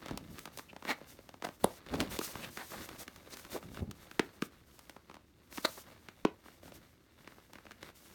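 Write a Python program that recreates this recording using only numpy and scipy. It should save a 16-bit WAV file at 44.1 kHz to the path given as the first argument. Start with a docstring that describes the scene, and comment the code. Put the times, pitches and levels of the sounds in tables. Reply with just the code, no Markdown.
"""A cardboard box in clear plastic wrap, turned and picked at by hands close to the microphone in a small room.
Skin hisses and card rubs as shaped noise with slips; edges scrape, and a nail chirps once, in stick-slip runs.
Film snaps and bumps pair a noise crack with the ringing of the panels and the hollow box.
Later the room's answer is brighter, as from a box farther off. Faint ticks stand over quiet room air."""
import sys
import numpy as np
from scipy import signal
from scipy.fft import rfft, irfft, next_fast_len
from scipy.io import wavfile
from scipy.ndimage import map_coordinates

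SR = 44100
rng = np.random.default_rng(int(sys.argv[2]) if len(sys.argv) > 2 else 0)


def wrap_up_sound(samples):
    """Save the sound to the file named by the first command line argument, as 16-bit audio."""
    columns = np.atleast_2d(samples).T
    # keep every value between -1 and 1, then stretch to whole-number steps
    tamed = np.clip(columns, -1, 1)
    steps = np.round(tamed * 32767).astype(np.int16)
    wavfile.write(sys.argv[1], SR, steps)


N = 358974

# a hand slides over the wrapped box: start_s, length_s, skin_hiss_db, card_rub_db (before trims)
STROKES = [(0.025, 0.14, -90, -56), (0.308, 0.13, -63.5, -79), (0.532, 0.1, -64, -82),
           (0.845, 0.08, -58.5, -56.5), (0.945, 0.1, -91, -60.5), (1.068, 0.067, -64, -62.5),
           (1.43, 0.13, -68, -69), (1.605, 0.18, -64, -62), (1.867, 0.091, -74, -51.5),
           (1.951, 0.13, -65, -50), (2.111, 0.059, -48.5, -46), (2.209, 0.11, -48.5, -54.5),
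           (2.322, 0.17, -58.5, -54), (2.51, 0.2, -58, -77), (2.71, 0.15, -55.5, -54.5),
           (2.876, 0.091, -62, -55.5), (2.989, 0.041, -52.5, -54.5), (3.307, 0.18, -62, -65),
           (3.507, 0.072, -55, -51.5), (3.73, 0.07, -68, -57), (4.004, 0.063, -67, -61.5),
           (4.42, 0.04, -60, -62), (4.67, 0.29, -70.5, -70), (5.517, 0.09, -55.5, -62),
           (5.631, 0.055, -56, -63), (5.69, 0.13, -57.5, -79), (5.87, 0.061, -74, -60),
           (6.443, 0.144, -72.5, -70), (6.634, 0.062, -65, -69), (6.742, 0.038, -66, -65),
           (7.815, 0.09, -65, -57), (7.954, 0.33, -65.5, -67)]
STROKE_ATTACK_S, STROKE_RELEASE_S = 0.009, 0.011
ARCH_DB = 2  # a movement is this much stronger in its middle than at its ends
# low flexes of the card as the grip tightens, and soft low bumps: start_s, length_s, level_db (before trims)
LOW_FLEXES = [(0.11, 0.057, -46), (0.22, 0.16, -53.5), (1.645, 0.015, -43), (1.91, 0.12, -42.5),
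              (2.06, 0.1, -47.5), (2.36, 0.15, -53.5), (3.64, 0.27, -50.5), (3.8, 0.04, -42.5),
              (6.64, 0.054, -56), (6.755, 0.015, -54)]
LOW_FLEX_ATTACK_S, LOW_FLEX_RELEASE_S = 0.011, 0.04
# light contact of the holding fingers between strokes: time_s, rub_level_db (before trims)
HOLD = [(0, -62.5), (1.25, -69), (1.7, -66), (2.6, -67), (3.2, -64.5), (4.3, -66), (5.3, -73.5),
        (5.7, -66.5), (7.1, -71.5), (7.7, -68), (8.13, -76)]
HOLD_HISS_DB, HOLD_FLEX_DB = -7, -2.5  # over its rub
# the film snaps under a finger: time_s, panel_level_db, hardness (0 fingertip to 1 nail),
# pitch_hz of the pressed spot
SNAPS = [(0.025, -58, 0.28, 1300), (0.0604, -50, 0.42, 800), (0.084, -52, 0.48, 1400),
         (0.092, -53.5, 0.21, 1200), (0.1752, -48, 0.72, 880), (0.384, -55.5, 0.47, 1400),
         (0.3918, -55.5, 0.91, 2220), (0.456, -51, 0.62, 1260), (0.4753, -54.5, 0.28, 1100),
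         (0.5746, -53.5, 0.93, 630), (0.5871, -54, 0.75, 1200), (0.594, -51.5, 0.47, 1170),
         (0.731, -55, .06, 940), (0.7643, -53, 0.36, 850), (0.8247, -54, 0.32, 1100),
         (0.8516, -48.5, 0.31, 1400), (1.0138, -55, .03, 570), (1.1895, -57.5, 0.23, 570),
         (1.2915, -56.5, 0.51, 746), (1.3415, -56, 0.25, 760), (1.4236, -48.5, 0.44, 1020),
         (1.469, -47.5, 0.12, 990), (1.4888, -49, 0.23, 1000), (1.864, -57.5, 0.39, 1390),
         (1.9558, -49.5, 0.43, 800), (2.0112, -42, 0.49, 750), (2.028, -52, 0.4, 700),
         (2.2133, -45.5, 0.17, 1580), (2.5733, -47.5, 0.47, 1600), (2.719, -52, .22, 1110),
         (2.89, -53, 0.54, 1300), (3.0796, -51, 0.47, 1900), (3.1614, -61, 0.75, 1200),
         (3.274, -59, .1, 595), (3.371, -57.5, .8, 1600), (3.396, -61, 0.76, 1700),
         (3.45, -57.5, 0.61, 1500), (3.628, -56, 0.22, 1500), (3.7453, -59.5, 0.61, 1600),
         (3.772, -50, 0.12, 1320), (3.912, -55, .8, 1820), (4.1132, -54.5, 0.51, 1490),
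         (4.792, -61.5, 0.82, 960), (4.8962, -55, 0.6, 750), (4.965, -56.5, 0.25, 945),
         (5.0983, -56.5, 0.26, 1040), (5.113, -59, .35, 1190), (5.1428, -59, 0.48, 1090),
         (5.154, -62, 0.4, 1400), (5.168, -58.5, 0.23, 900), (5.5265, -59, 0.65, 1520),
         (5.575, -52, 0.71, 1010), (6.0864, -52.5, 0.41, 1620), (6.46, -60.5, .1, 1100),
         (6.4839, -58, 0.06, 1390), (6.6321, -57.5, 0.18, 600), (6.6573, -60.5, 0.25, 700),
         (6.68, -60, 0.3, 760), (6.7211, -57.5, 0.29, 620), (7.2756, -55, 0.34, 1700),
         (7.322, -63.5, 0.24, 1700), (7.383, -63, 0.11, 1200), (7.5338, -59, 0.66, 890),
         (7.5557, -56, 0.24, 1800), (7.5853, -59, 0.29, 1710), (7.654, -61.5, 0.38, 700),
         (7.667, -58, 0.22, 2120), (7.7094, -57, 0.42, 1490), (7.7179, -56.5, 0.47, 2000),
         (7.8293, -51, .45, 2020)]
# what hardness does to a snap: at_fingertip, at_nail
SNAP_KNOCK_DB = (-0.5, -7)  # hollow knock over the panels, dB
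SNAP_CRACK_DB = (-7, 5.5)  # crack over the panels, dB
SNAP_TILT_DB = (-11, 4)  # crack tilt, dB per octave
# the box is bumped or set down: time_s, knock_db, panel_db, crack_db, tilt_db_per_octave,
# contact_s, pitch_hz of the struck spot
KNOCKS = [(0.1101, -41, -48.5, -53, -5, 0.00095, 800), (1.4488, -45, -51, -46, -3, 0.00061, 1220),
          (1.6433, -28.5, -26.5, -49.5, -0.5, 0.00048, 870), (1.9400, -41, -45, -45.5, -8, 0.00037, 790),
          (2.004, -44, -48, -34.5, -4.5, 0.00044, 1200), (2.1901, -36.5, -44, -41, -1, 0.00018, 1030),
          (2.3553, -46, -50.5, -47.5, -9, 0.0018, 1100), (4.1951, -28.5, -38.5, -32, -6.5, 0.00021, 1600),
          (4.4225, -33.5, -40.5, -42.5, -4, 0.0006, 1540), (5.5815, -42.5, -48.5, -47.5, -7, 0.00066, 1370),
          (6.2507, -25.5, -32, -36.5, -8.5, 0.00029, 970)]
SPOT_Q = 1.97  # how sharply a struck spot picks its own pitch out of the panel modes
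# scrapes of an edge, and one brief high nail chirp: peak_s, rise_s, fall_s, level_db, centre_hz,
# squeak_db at the centre
SCRAPES = [(0.699, 0.0078, 0.009, -52, 2710, 18), (0.908, 0.025, 0.017, -30.5, 2065, -1),
           (1.451, 0.0084, 0.004, -32, 1280, -19), (1.643, 0.0042, 0.0025, -34.5, 3400, -9),
           (1.6435, 0.00063, 0.00084, -21, 9600, 10), (1.948, 0.021, 0.0064, -34, 324, -20),
           (2.012, 0.039, 0.031, -33.5, 304, -27.5), (2.449, 0.024, 0.0064, -42.5, 2800, 3),
           (2.606, 0.028, 0.028, -44, 1710, -3), (2.737, 0.0057, 0.016, -43, 1170, -34),
           (3.34, 0.016, 0.0071, -45.5, 5600, 0), (3.565, 0.019, 0.011, -37, 556, -4),
           (5.651, 0.0031, 0.005, -25.5, 1380, 7.5), (5.654, 0.0066, 0.0047, -27.5, 4200, -3),
           (5.781, 0.0078, 0.011, -48, 1240, -7)]
# resonances of the whole hollow box: pitch_hz, width_hz, level_db
HOLLOW = [(191, 88, -3), (320, 118, 0.5), (439, 78, -2)]
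# resonances of its faces: pitch_hz, width_hz, level_db
PANELS = [(530, 105, 11), (1010, 280, 1.5), (1244, 140, 2), (1520, 190, 0), (2010, 1100, -4.5)]
# spectra, each listing frequency_hz, level_db (per Hz)
# snapping film
CRACK = [(1200, -4), (2600, 3), (4300, 1.5), (6200, 0.5), (7600, -3), (9700, -3.5), (11000, -6.5),
         (18000, -7)]
# sliding skin
SKIN = [(800, -5), (3000, 0.5), (6200, 4), (7600, 1), (9200, 3), (10300, -2), (12500, 4), (18000, -5)]
# rubbed card
RUB = [(150, 7), (330, 9.5), (560, -0.5), (720, -4), (1100, 2), (1700, 1), (2800, -7), (4300, -5.5),
       (7000, -24.5), (16000, -40)]
# flexing card
FLEX = [(20, -12), (75, 2.5), (120, -2), (175, 1), (290, -4), (450, -13), (850, -23), (1600, -51.5)]
# a scraping edge
EDGE = [(70, -8.5), (250, 19), (550, 13.5), (1500, 3.5), (2100, 2.5), (2900, -3.5), (4300, 1), (5100, -6),
        (9000, -7.5), (18000, -10.5)]
# room air
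AIR = [(20, -17.5), (70, 10), (130, 1), (350, 0.5), (550, -14), (1550, -19), (5000, -23), (10400, -33.5),
       (17000, -36.5)]
# how long the small room rings, before its tone filter: frequency_hz, t60_s
ROOM = [(150, 0.23), (400, 0.25), (2800, 0.18), (7000, 0.17), (16000, 0.12)]
FAR_S = 5.9  # from then on the box is heard farther off
# what that adds to the sound sent to the room: frequency_hz, change_db
FAR_WET = [(1200, -1.5), (1800, 3.5), (4000, 4.5), (6500, 3)]
TOP_HZ = 18400  # the microphone's band limit


def amp(db):
    """Decibels to gain."""
    return 10 ** (np.asarray(db) / 20)


def unit(x):
    """Scale to rms 1."""
    return x / np.sqrt(np.mean(x ** 2) + 1e-20)


def along(points, hz):
    """Read (Hz, value) points on a log axis."""
    f, v = np.transpose(points)
    return np.interp(np.log(hz + 1), np.log(f + 1), v)


def curves(rows):
    """One value per sample for each column after the time."""
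    s, *cols = np.transpose(rows)
    return [np.interp(np.arange(N) / SR, s, c) for c in cols]


def wobble(rate):
    """A smooth random curve, rate knots a second."""
    knots = rng.standard_normal(int(N * rate / SR) + 4)
    return map_coordinates(knots, [np.arange(N) * rate / SR])


def filtered(x, response):
    """x times a response of frequency."""
    m = next_fast_len(len(x) + 4096)
    return irfft(rfft(x, m) * response(np.fft.rfftfreq(m, 1 / SR)), m)[:len(x)]


def coloured(x, spectrum):
    """x filtered by the given spectrum, at rms 1."""
    return unit(filtered(x, lambda hz: amp(along(spectrum, hz))))


def evened(x):
    """x with most of its spectral peaks and dips levelled, so that it rings at no pitch."""
    z = rfft(x)
    return irfft(z / (np.abs(z) + 1e-9) ** 0.75, len(x))


def ringing(x, modes):
    """x through resonances whose strength and pitch vary a little at random."""
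    varied = []
    chance = rng.standard_normal((len(modes), 2)) * [1.5, 0.025]  # dB, fraction of pitch
    for k, ((centre, width, db), (change, detune)) in enumerate(zip(modes, chance)):
        gain = (-1) ** k * amp(db + change)  # neighbours take opposite sign
        varied.append((centre * np.exp(detune), width, gain))
    return filtered(x, lambda f: sum(g * 1j * f * w / (c * c - f * f + 1j * f * w) for c, w, g in varied))


def slips(rate, spread_db, size=N):
    """Irregular stick-slip impulses, about rate a second, of random sign and size, at rms 1."""
    sizes = amp(spread_db * np.clip(rng.standard_normal(size), -2, 2)) * rng.choice([-1, 1], size)
    return unit(sizes * (rng.random(size) < rate / SR))


def add(track, s, sound):
    """Mix a sound into the track at time s."""
    start = max(round(s * SR), 0)
    track[start:start + len(sound)] += sound[:max(len(track) - start, 0)]


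def movements(rows, attack_s, release_s):
    """Gain of (start, length, dB) movements: each sets in, arches over its length and dies away."""
    power, t = np.zeros(N), np.arange(N) / SR
    for start, length, db in rows:
        near = slice(*np.searchsorted(t, [start - 0.2, start + length + 0.3]))
        age = t[near] - start
        edges = np.exp(np.minimum(age, 0) / attack_s - np.maximum(age - length, 0) / release_s)
        arch = np.sin(np.pi * np.clip(age / length, 0, 1)) - 2 / np.pi
        power[near] += (amp(db + ARCH_DB * arch) * edges) ** 2
    return np.sqrt(power)


def handling(hiss_db=2.0, rub_db=-0.5, flex_db=-1, crinkle_db=-3, fidget_db=2.5, prickle=0.3, judder=1.11):
    """Skin hisses and rubs in strokes, card flexes, judders and bumps low, rubbing crinkles the film."""
    hold = amp(curves(HOLD)[0] + fidget_db * wobble(5.7))
    strokes = np.array(STROKES)
    hiss_strokes = movements(strokes[:, [0, 1, 2]], STROKE_ATTACK_S, STROKE_RELEASE_S)
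    rub_strokes = movements(strokes[:, [0, 1, 3]], STROKE_ATTACK_S, STROKE_RELEASE_S)
    low_flexes = movements(LOW_FLEXES, LOW_FLEX_ATTACK_S, LOW_FLEX_RELEASE_S)
    # movements and the light, fidgeting hold add in power
    hiss = np.hypot(hiss_strokes, amp(HOLD_HISS_DB) * hold)
    rub = np.hypot(rub_strokes, hold)
    flex = np.hypot(low_flexes, amp(HOLD_FLEX_DB) * hold)

    skin_grain = rng.standard_normal(N) + prickle * slips(rate=620, spread_db=6.5)
    skin = hiss * amp(hiss_db + 2.1 * wobble(32)) * coloured(skin_grain, SKIN)
    pressure = 2.8 * wobble(30)  # dB
    card_grain = rng.standard_normal(N) + 0.72 * slips(rate=180, spread_db=3.5)
    card = rub * amp(rub_db + pressure) * coloured(card_grain, RUB)
    grasp = 2.6 * wobble(30)  # dB
    body_grain = rng.standard_normal(N) + judder * slips(rate=81, spread_db=2.5)
    body = flex * amp(flex_db + grasp) * coloured(body_grain, FLEX)
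    return skin + card + body + rub * amp(crinkle_db) * crinkles()


def crinkles(rate=42, spread_db=1.5, fold_hz=1500, fold_octaves=0.94, count=3):
    """Folds of several sizes buckle at random for a couple of milliseconds and shake the card under them."""
    out = np.zeros(N)
    for octave in np.linspace(-1, 1, count) * fold_octaves:
        snaps = slips(rate, spread_db)
        buckling = signal.fftconvolve(snaps, rng.standard_normal(128) * np.hanning(128))[:N]
        fold = unit(ringing(snaps, HOLLOW + PANELS)) + 0.5 * coloured(buckling, CRACK)

        def fold_band(hz):
            distance = np.log2((hz + 1) / fold_hz) - octave  # octaves from this fold's pitch
            return 0.34 + 1 / (1 + (2 * distance) ** 2)
        out += unit(filtered(fold, fold_band))
    return unit(out)


def knocks_and_snaps(lead=0.00095):
    """Film snaps and bumps ring the same box; a harder snap has more and brighter crack and less knock."""
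    out = np.zeros(N)
    for s, db, hardness, face_hz in SNAPS:
        ranges = (SNAP_KNOCK_DB, SNAP_CRACK_DB, SNAP_TILT_DB)
        knock, crack, tilt = (soft + hardness * (hard - soft) for soft, hard in ranges)
        add(out, s - lead, blow(db + knock, db, db + crack, tilt, face_hz=face_hz))
    for s, *contact in KNOCKS:
        add(out, s - lead, blow(*contact))
    return out


def blow(knock_db, panel_db, crack_db, tilt_db, contact_s=0.00059, face_hz=1000,
         panel_lag=0.0006, knock_lag=0.00083, crack_decay_s=0.024):
    """The crack comes first; slower bending waves then pass from the struck spot to the faces and whole box."""
    t = np.arange(2048) / SR
    out = np.zeros(len(t))

    def at_level(x, db):
        return amp(db) * unit(x) * np.sqrt(0.02 / t[-1])  # level over 20 ms

    def push(width):
        return t / width * (2 - t / width) * np.exp(-t / width)  # press and release

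    onset = (1 - np.exp(-t / 0.00025)) ** 2
    burst = evened(rng.standard_normal(len(t)) * amp(-60 * t / crack_decay_s) * onset)
    burst = burst * amp(-30 * t / crack_decay_s)
    tilted = [(hz, db + tilt_db * np.log2(hz)) for hz, db in CRACK]
    add(out, 0, at_level(coloured(burst, tilted), crack_db))
    # a blow that is strong in the faces but weak in the crack is a longer, softer contact
    face_contact_s = 0.00008 * amp(np.clip(0.8 * (panel_db - crack_db), -3, 7))
    spot = ringing(push(face_contact_s), [(face_hz, face_hz / SPOT_Q, 0)])
    add(out, panel_lag, at_level(ringing(spot, PANELS), panel_db))
    add(out, knock_lag, at_level(ringing(-push(contact_s), HOLLOW), knock_db))
    return out


def scrapes(skirt_db=-13, sharpness=6):
    """A run of edge or nail slips swells and dies, driving one band hardest, where it may squeak."""
    out, t = np.zeros(N), np.arange(-8192, 8192) / SR
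    for s, rise, fall, db, centre, squeak in SCRAPES:
        drive = slips(rate=2900, spread_db=0.0, size=len(t))

        def focus(hz):
            octaves = np.log2((hz + 1) / centre)
            band = np.exp(-(octaves / 1.9) ** 2)
            return amp(skirt_db * (1 - band)) + amp(squeak) / np.hypot(1, (sharpness * octaves) ** 4)
        swell = np.exp(-np.abs(t / np.where(t < 0, rise, fall)) ** 1.5)
        add(out, s + t[0], amp(db) * swell * coloured(filtered(drive, focus), EDGE))
    return out


def room(x, count=16):
    """Decaying noise tails as the walls' echo, a fresh random one for each of count equal stretches of time."""
    out = np.zeros(N)
    for part in np.array_split(np.arange(N), count):
        hz, t, z = signal.stft(rng.standard_normal(SR // 2), SR, nperseg=256)
        decay = amp(-60 * t / along(ROOM, hz)[:, None])
        tail = signal.istft(z * decay, SR, nperseg=256)[1]
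        echo = signal.fftconvolve(x[part], tail / np.linalg.norm(tail))
        add(out, part[0] / SR + 0.005, echo)  # 5 ms after the direct sound
    tone = [(200, -5.0), (800, 0.5), (2800, 0.5), (5000, -3.5), (9000, -6.0)]  # Hz, dB
    return filtered(out, lambda hz: amp(along(tone, hz)))


def scene(wet_db=-14.5):
    """The box near the microphone, its echo and the room's air."""
    box = handling() + knocks_and_snaps() + scrapes()
    far = np.arange(N) / SR > FAR_S
    far_send = filtered(box * far, lambda hz: amp(along(FAR_WET, hz)))
    send = box * ~far + far_send
    air = amp(-67.0) * coloured(rng.standard_normal(N), AIR)
    return (box + room(amp(wet_db) * send) + air)[None]


def record(dry, low_cut_hz=29):
    """The microphone sheds the deepest rumble and keeps nothing above its band limit."""
    def response(hz):
        return (hz < TOP_HZ) * (1 - np.exp(-(hz / low_cut_hz) ** 4))
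    return filtered(dry[0], response)[None]


dry = scene()
out = record(dry)
wrap_up_sound(out)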